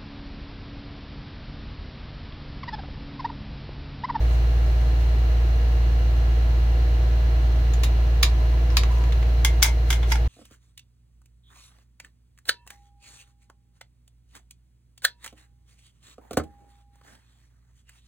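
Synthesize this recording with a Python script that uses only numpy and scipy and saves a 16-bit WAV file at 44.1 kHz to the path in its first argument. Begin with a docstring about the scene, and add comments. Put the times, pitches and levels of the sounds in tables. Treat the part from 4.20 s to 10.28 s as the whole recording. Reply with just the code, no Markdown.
"""A motor and small fans hum steadily in a small room, and fingers brush a metal tube near the microphone.
A locking tab is set on a magazine spring and pressed down into the tube. It ticks against the wire,
scrapes by stick-slip friction, then snaps in at the mouth of the tube, whose modes ring briefly.
Gain control sags a little after the hardest snap."""
import sys
import numpy as np
from scipy import signal
from scipy.fft import rfft, irfft
from scipy.io import wavfile
from scipy.ndimage import uniform_filter1d

SR = 44100
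rng = np.random.default_rng(int(sys.argv[2]) if len(sys.argv) > 2 else 0)


def int16_out(signal):
    """Quantize to a 16-bit WAV file."""
    q = np.round(np.clip(np.atleast_2d(signal).T, -1, 1) * 32767)
    wavfile.write(sys.argv[1], SR, q.astype(np.int16))


N = 268128
T = np.arange(N) / SR


def amp(db):
    """Decibel law: 20 dB is a factor of ten in amplitude."""
    return 10 ** (np.asarray(db) / 20)


def unit_rms(x):
    """Normalisation to a mean power of 1."""
    return x / np.sqrt(np.mean(x ** 2) + 1e-20)


def curve_at(points, hz):
    """Linear interpolation on a log-frequency axis."""
    f, value = np.transpose(points)
    return np.interp(np.log(hz + 1), np.log(f + 1), value)


def drift(rate_hz, count=200):
    """Random modulation: low-pass noise of rms about 1."""
    hz = np.fft.rfftfreq(count, T[-1] / count)
    slow = irfft(rfft(rng.standard_normal(count)) / (1 + (hz / rate_hz) ** 4), count)
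    return np.interp(T, np.linspace(0, T[-1], count), unit_rms(slow))


def colour(x, spectrum, tilt_db=0, peak_hz=3000, lift_db=0, relative_width=0.21, size=2048):
    """Minimum-phase filter of unit energy: a spectrum, a tilt per octave and one resonance."""
    hz = abs(np.fft.fftfreq(size, 1 / SR))
    db = curve_at(spectrum, hz) + tilt_db * np.log2(np.maximum(hz, 800) / 3000)
    db += lift_db / (1 + (2 * (hz / peak_hz - 1) / relative_width) ** 2)
    log_response = np.conj(signal.hilbert(np.log(amp(db))))
    taps = np.fft.ifft(np.exp(log_response)).real
    return signal.fftconvolve(x, taps[None] / np.linalg.norm(taps), axes=1)[:, :x.shape[1]]


def tone(turns, hz, db, balance_db, left_delay_s=0.000044):
    """Standing waves set a tone's level at each microphone port; it reaches the left one later."""
    sides = amp([[balance_db / 2], [-balance_db / 2]])
    lag = hz * left_delay_s * np.array([[1], [0]])
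    return amp(db) * np.sqrt(2) * unit_rms(sides) * np.sin(2 * np.pi * (turns + rng.random() - lag))


# motor harmonics: (multiple of shaft speed, level [dB], left minus right [dB])
MOTOR_HARMONICS = [(1, -17.7, -.4), (2, -35.8, -1), (3, -50, -12), (4, -51, 9), (5, -60, 1), (8, -53, 4),
                   (10, -60, 6), (11, -59, -7), (13, -51, 10), (14, -59, 5), (15, -60, -10), (17, -64, 1),
                   (32, -67, 7), (33, -67, -12), (40, -68, -10), (48, -65, -4), (49, -59, 0), (50, -68, -4),
                   (57, -70, -4)]


def motor(shaft_hz=57.755, slip_turns=0.0064):
    """Harmonic series: every partial is phase-locked to one nearly steady shaft."""
    shaft = shaft_hz * T + slip_turns * drift(rate_hz=1)
    return sum(tone(k * shaft, k * shaft_hz, db, balance) for k, db, balance in MOTOR_HARMONICS)


# fan tones: (frequency [Hz], level [dB], left minus right [dB])
FAN_TONES = [(67.1, -45, -2), (73.7, -43, 0), (82, -41, -2), (84.7, -54, -2), (93.1, -45, -1),
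             (98.1, -50, 3), (134.6, -41.5, -2), (144.3, -50, 2), (259.9, -61, 7), (312.9, -60, -3),
             (336.8, -52, -1), (404.3, -56, 3), (493.2, -57, 1), (624.1, -59, 2), (626.3, -55.5, 0),
             (1010.5, -65, -2), (1347.5, -61, 1), (1684.3, -57.5, -16), (2010, -60.5, -11)]


def fans(waver_turns=0.013, waver_hz=2.5):
    """Phase modulation: each fan tone wavers independently."""
    return sum(tone(hz * T + waver_turns * drift(waver_hz), hz, db, balance)
               for hz, db, balance in FAN_TONES)


# rush of the fans: (frequency [Hz], relative spectral density [dB])
AIR_SPECTRUM = [(20, -71.5), (85, -65), (130, -64.5), (210, -76), (350, -70), (480, -78.5), (900, -77.5),
                (1500, -78.5), (3000, -84.5), (4500, -90.5), (6200, -94), (7800, -102), (11500, -103),
                (15500, -98.5)]
# fan housing resonances: (frequency [Hz], bandwidth [Hz], lift [dB])
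HOUSING_RESONANCES = [(484.6, 60, 10), (603, 54, -5.5), (639, 114, 10.5), (2870, 200, 0.5), (4145, 300, 9),
                      (6000, 104, 7.5)]
# likeness of left and right in the rush: (frequency [Hz], correlation)
AIR_CORRELATION = [(60, 1), (130, 0.31), (290, 0.91), (640, 0.22), (1400, -0.48), (3000, 0.089),
                   (15000, -0.15)]


def air(level_db=-36.5):
    """Turbulence noise filtered by the fan housings: coherent in the bass, more diffuse above."""
    hz = np.fft.rfftfreq(N, 1 / SR)
    left, independent = rfft(rng.standard_normal((2, N)))
    correlation = curve_at(AIR_CORRELATION, hz)
    right = correlation * left + np.sqrt(1 - correlation ** 2) * independent
    housing_db = sum(lift / (1 + (2 * (hz - f) / width) ** 2) for f, width, lift in HOUSING_RESONANCES)
    rush = irfft(np.array([left, right]) * amp(curve_at(AIR_SPECTRUM, hz) + housing_db), N)
    return amp(level_db) * unit_rms(rush)


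# reverberation time of the room: (frequency [Hz], T60 [s])
ROOM_T60 = [(500, 0.12), (2000, 0.17), (5000, 0.15), (9000, 0.13), (15000, 0.079)]


def room(x, first_echo_s=0.002, size=256):
    """Reverberation: dense reflections from desk and walls decay exponentially, the top treble first."""
    hz, t, noise = signal.stft(rng.standard_normal((2, SR // 2)), SR, nperseg=size)
    decay = amp(-60 * t / curve_at(ROOM_T60, hz)[:, None])
    tail = signal.istft(noise * decay, SR, nperseg=size)[1]
    tail *= np.clip(np.arange(tail.shape[1]) / SR / first_echo_s - 1, 0, 1)
    return signal.fftconvolve(x, tail / np.linalg.norm(tail, axis=1, keepdims=True), axes=1)[:, :N]


def at_ports(direct, scattered, direct_share=0.4):
    """Path difference: the hands are nearer the left port; scattered sound differs between the ports."""
    late = np.pad(direct, (2, 0))[:len(direct)]
    return np.sqrt(direct_share) * np.array([direct, late]) + np.sqrt(1 - direct_share) * scattered


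def strokes(rows, swell_s, fade_s):
    """Exponential envelopes: each rub swells up to its moment and dies away."""
    return sum(amp(db) * np.exp(-np.maximum((s - T) / swell_s, (T - s) / fade_s)) for s, db in rows)


def friction(slips_per_s=2500):
    """Shot noise: one surface slips over another in tiny random impulses."""
    slips = rng.standard_normal((3, N)) * (rng.random(N) < slips_per_s / SR)
    return at_ports(slips[0], slips[1:])


# response of the tube to any contact: (frequency [Hz], relative level [dB])
TUBE_SPECTRUM = [(300, -49), (650, -14), (900, 0.5), (1250, -5), (1600, 4), (1850, -6), (2150, 6.5),
                 (2600, -5.5), (3400, 1), (4200, -7.5), (5000, -4), (6100, -0.5), (8000, -7.5),
                 (15500, -10.5)]
# brushes as the grip changes: (time [s], level [dB])
FINGER_BRUSHES = [(.125, -51), (.47, -56), (.62, -57), (.81, -54)]


def fingers():
    """Sliding friction: skin on the tube makes a faint, bright hiss."""
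    hiss = unit_rms(colour(friction(), TUBE_SPECTRUM, tilt_db=1.5))
    return strokes(FINGER_BRUSHES, swell_s=0.047, fade_s=0.06) * hiss


# slips of the squeezed spring: (time [s], level of the coil's note [dB])
SPRING_SLIPS = [(4.06, -41), (4.2, -44), (4.33, -47), (4.52, -44), (4.62, -48), (4.715, -39), (4.77, -40),
                (5.255, -37), (5.45, -32), (5.72, -41), (5.95, -38)]
# scrapes of the tab along the tube, growing until it catches: (time of the catch [s], level [dB])
TAB_SCRAPES = [(5.73, -29), (5.917, -30.5)]


def metal_rub(start_hz=1005, width_hz=32, press_s=4.68, sink_hz_per_s=142, slip_rasp_db=-14):
    """Stick-slip friction rasps and drives a coil resonance, which sinks once the thumb bears down."""
    slipping = strokes(SPRING_SLIPS, swell_s=0.01, fade_s=0.046)
    scraping = strokes(TAB_SCRAPES, swell_s=0.018, fade_s=0.014)
    drive = friction()
    coil_hz = start_hz - sink_hz_per_s * np.maximum(T - press_s, 0)
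    carrier = np.exp(2j * np.pi * np.cumsum(coil_hz) / SR)
    pole = np.exp(-np.pi * width_hz / SR)
    coil = (carrier * signal.lfilter([1 - pole], [1, -pole], drive / carrier)).real  # gliding band-pass
    rasp = unit_rms(colour(drive, TUBE_SPECTRUM))
    return slipping * unit_rms(coil) + (scraping + amp(slip_rasp_db) * slipping) * rasp


def chatter(force, spread_db=4.0):
    """Broadband excitation: tiny uneven impacts, whitened so that the metal alone gives the colour."""
    n = len(force)
    grains = rng.standard_normal((3, n)) * amp(spread_db * rng.standard_normal(n)) * force
    spectrum = rfft(at_ports(grains[0], grains[1:]), 2 * n)
    smooth_power = uniform_filter1d((abs(spectrum) ** 2).mean(0), size=250)
    white = irfft(spectrum / np.sqrt(smooth_power + 1e-12))[:, :n]
    return unit_rms(white) * np.sqrt(np.mean(force ** 2))


def impacts(rows, spectrum, modes, ring_db, rise_share=0.076, scatter_turns=0.062):
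    """Modal response: a dying chatter excites the hand-damped metal, which then rings freely."""
    out, t = np.zeros((2, N)), np.arange(SR // 4) / SR
    hz, mode_db, t60 = np.transpose(modes)[:, :, None]
    for s, db, tilt_db, chatter_s, ring_offset_db, peak_hz, lift_db in rows:
        age = t / chatter_s
        force = (1 - np.exp(-age / rise_share)) * np.exp(-age)  # longer contacts start more softly
        crack = colour(chatter(force), spectrum, tilt_db, peak_hz, lift_db)
        # each port hears a mode at its own phase
        phase = rng.random(hz.shape) + scatter_turns * rng.standard_normal((2, len(hz), 1))
        envelopes = amp(mode_db + tilt_db * np.log2(hz / 3000) - 60 * t / t60)
        ring = (envelopes * np.sin(2 * np.pi * (hz * t + phase))).sum(1)
        build_up = np.cumsum(force ** 2) / np.sum(force ** 2)  # the ring grows while the contact lasts
        click = amp(db) * (crack + amp(ring_db + ring_offset_db) * build_up * ring)
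        start = round(s * SR)
        out[:, start:start + len(t)] += click[:, :N - start]
    return out


# response of the tab and spring to a contact: (frequency [Hz], relative level [dB])
TAB_SPECTRUM = [(300, -26), (750, -16), (1120, 0.5), (1450, -6.5), (2300, -0.5), (3200, -3), (3800, -1.5),
                (4900, -8.5), (5900, -9), (7100, -7), (8100, -17.5), (10500, -12.5), (15500, -16)]
# modes of the tab on its spring: (frequency [Hz], relative level [dB], T60 [s])
TAB_RESONANCES = [(1017, -8, .2), (1136, -8, .1), (1640, -9, .07), (2099, -11, .09), (2410, -5, .12),
                  (2900, -12, .07), (3660, -3, .06), (3760, 1, .13), (4470, -4, .07), (4750, -7, .05),
                  (5200, 1, .06), (7052, -11, .08)]
# knocks on the spring: (time [s], level [dB], tilt [dB/octave], chatter time [s], ring offset [dB],
# resonance favoured by the point of contact [Hz], its lift [dB])
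TAB_KNOCKS = [(3.5357, -31.5, 0.5, 0.0056, -14, 6870, 13), (3.6342, -20.5, 1.5, .007, 1, 3620, 0),
              (4.0275, -15.5, 2.5, 0.0036, -7, 1200, 9), (4.0302, -7, 1, 0.0037, -2, 4870, 8.5),
              (4.5025, -34, -5, .0034, -10, 5250, 18), (4.5688, -9, 0.5, 0.0043, -7, 4720, 10.5),
              (4.6345, -20.5, -5, 0.0025, -13, 6000, 8), (4.838, -33, -4, 0.0036, -14, 7200, 6),
              (4.9225, -30, -2.5, 0.0046, -12, 3520, 5), (5.0268, -32.5, -4.5, 0.0054, -12, 2000, 5)]


def tab_ticks():
    """Impact excitation: the tab knocks on the spring wire and the two ring together."""
    return impacts(TAB_KNOCKS, TAB_SPECTRUM, TAB_RESONANCES, ring_db=-16.5)


# modes of the tube: (frequency [Hz], relative level [dB], T60 [s])
TUBE_RESONANCES = [(885, -2, .15), (1620, -5, .07), (2094, -1, .22), (2218, -5, .17), (2918, -9, .09),
                   (3402, -3, .055), (4990, -4, .05), (5981, -5, .05)]
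# catches in the mouth of the tube: (time [s], level [dB], tilt [dB/octave], chatter time [s],
# ring offset [dB], resonance favoured by the point of contact [Hz], its lift [dB])
TUBE_CATCHES = [(5.2477, -9, 1, 0.0035, -5.5, 3320, 4.9), (5.4217, -19, 0, 0.0052, -8, 3700, 3),
                (5.4264, 0, 1.5, .0038, -10, 4930, 6), (5.4308, 0, 6, .004, -13, 3860, 7.5),
                (5.444, -15, -2, 0.011, -4, 2260, 7), (5.462, -24, 3, 0.0064, -17, 6400, 6),
                (5.7035, -13.5, -1, 0.0049, -10, 3280, 4.6), (5.727, -16.5, -2, 0.0027, -18, 3200, 9.1),
                (5.828, -30, -6, 0.01, -6, 3450, 11), (5.9172, -16, -4.5, .007, -4, 2100, 8.1),
                (5.9208, -19, 0, 0.0057, -2, 5000, 13), (5.955, -22.5, -3.5, .004, -23, 1530, 4)]


def tube_snaps():
    """Damped free vibration: the tab snaps in and the tube rings in its inharmonic modes."""
    return impacts(TUBE_CATCHES, TUBE_SPECTRUM, TUBE_RESONANCES, ring_db=-12.5)


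def scene(room_db=-7):
    """Superposition: the handled parts and their reverberation over the hum and the rush of air."""
    parts = tab_ticks() + tube_snaps() + metal_rub() + fingers()
    return parts + amp(room_db) * room(parts) + motor() + fans() + air()


def peak_hold(db, fall_db_per_s):
    """Peak detection: follows a level up at once and lets it fall at a steady rate."""
    return np.maximum.accumulate(db + T * fall_db_per_s) - T * fall_db_per_s


def record(dry, threshold_db=-13, quick_share=0.47, slow_share=0.15, cutoff_hz=15950):
    """Compression, then a low-pass: gain dips at the hardest snaps and recovers part fast, part slowly."""
    power = uniform_filter1d((dry ** 2).mean(0), size=380)
    over_db = np.maximum(10 * np.log10(abs(power) + 1e-12) - threshold_db, 0)
    cut_db = quick_share * peak_hold(over_db, fall_db_per_s=150)
    cut_db += slow_share * peak_hold(over_db, fall_db_per_s=0.5)
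    ducked = dry / amp(uniform_filter1d(cut_db, size=200))
    low_pass = signal.cheby1(12, 0.05, cutoff_hz, fs=SR, output="sos")
    return signal.sosfiltfilt(low_pass, ducked * signal.windows.tukey(N, 0.002))


dry = scene()
out = record(dry)
int16_out(out)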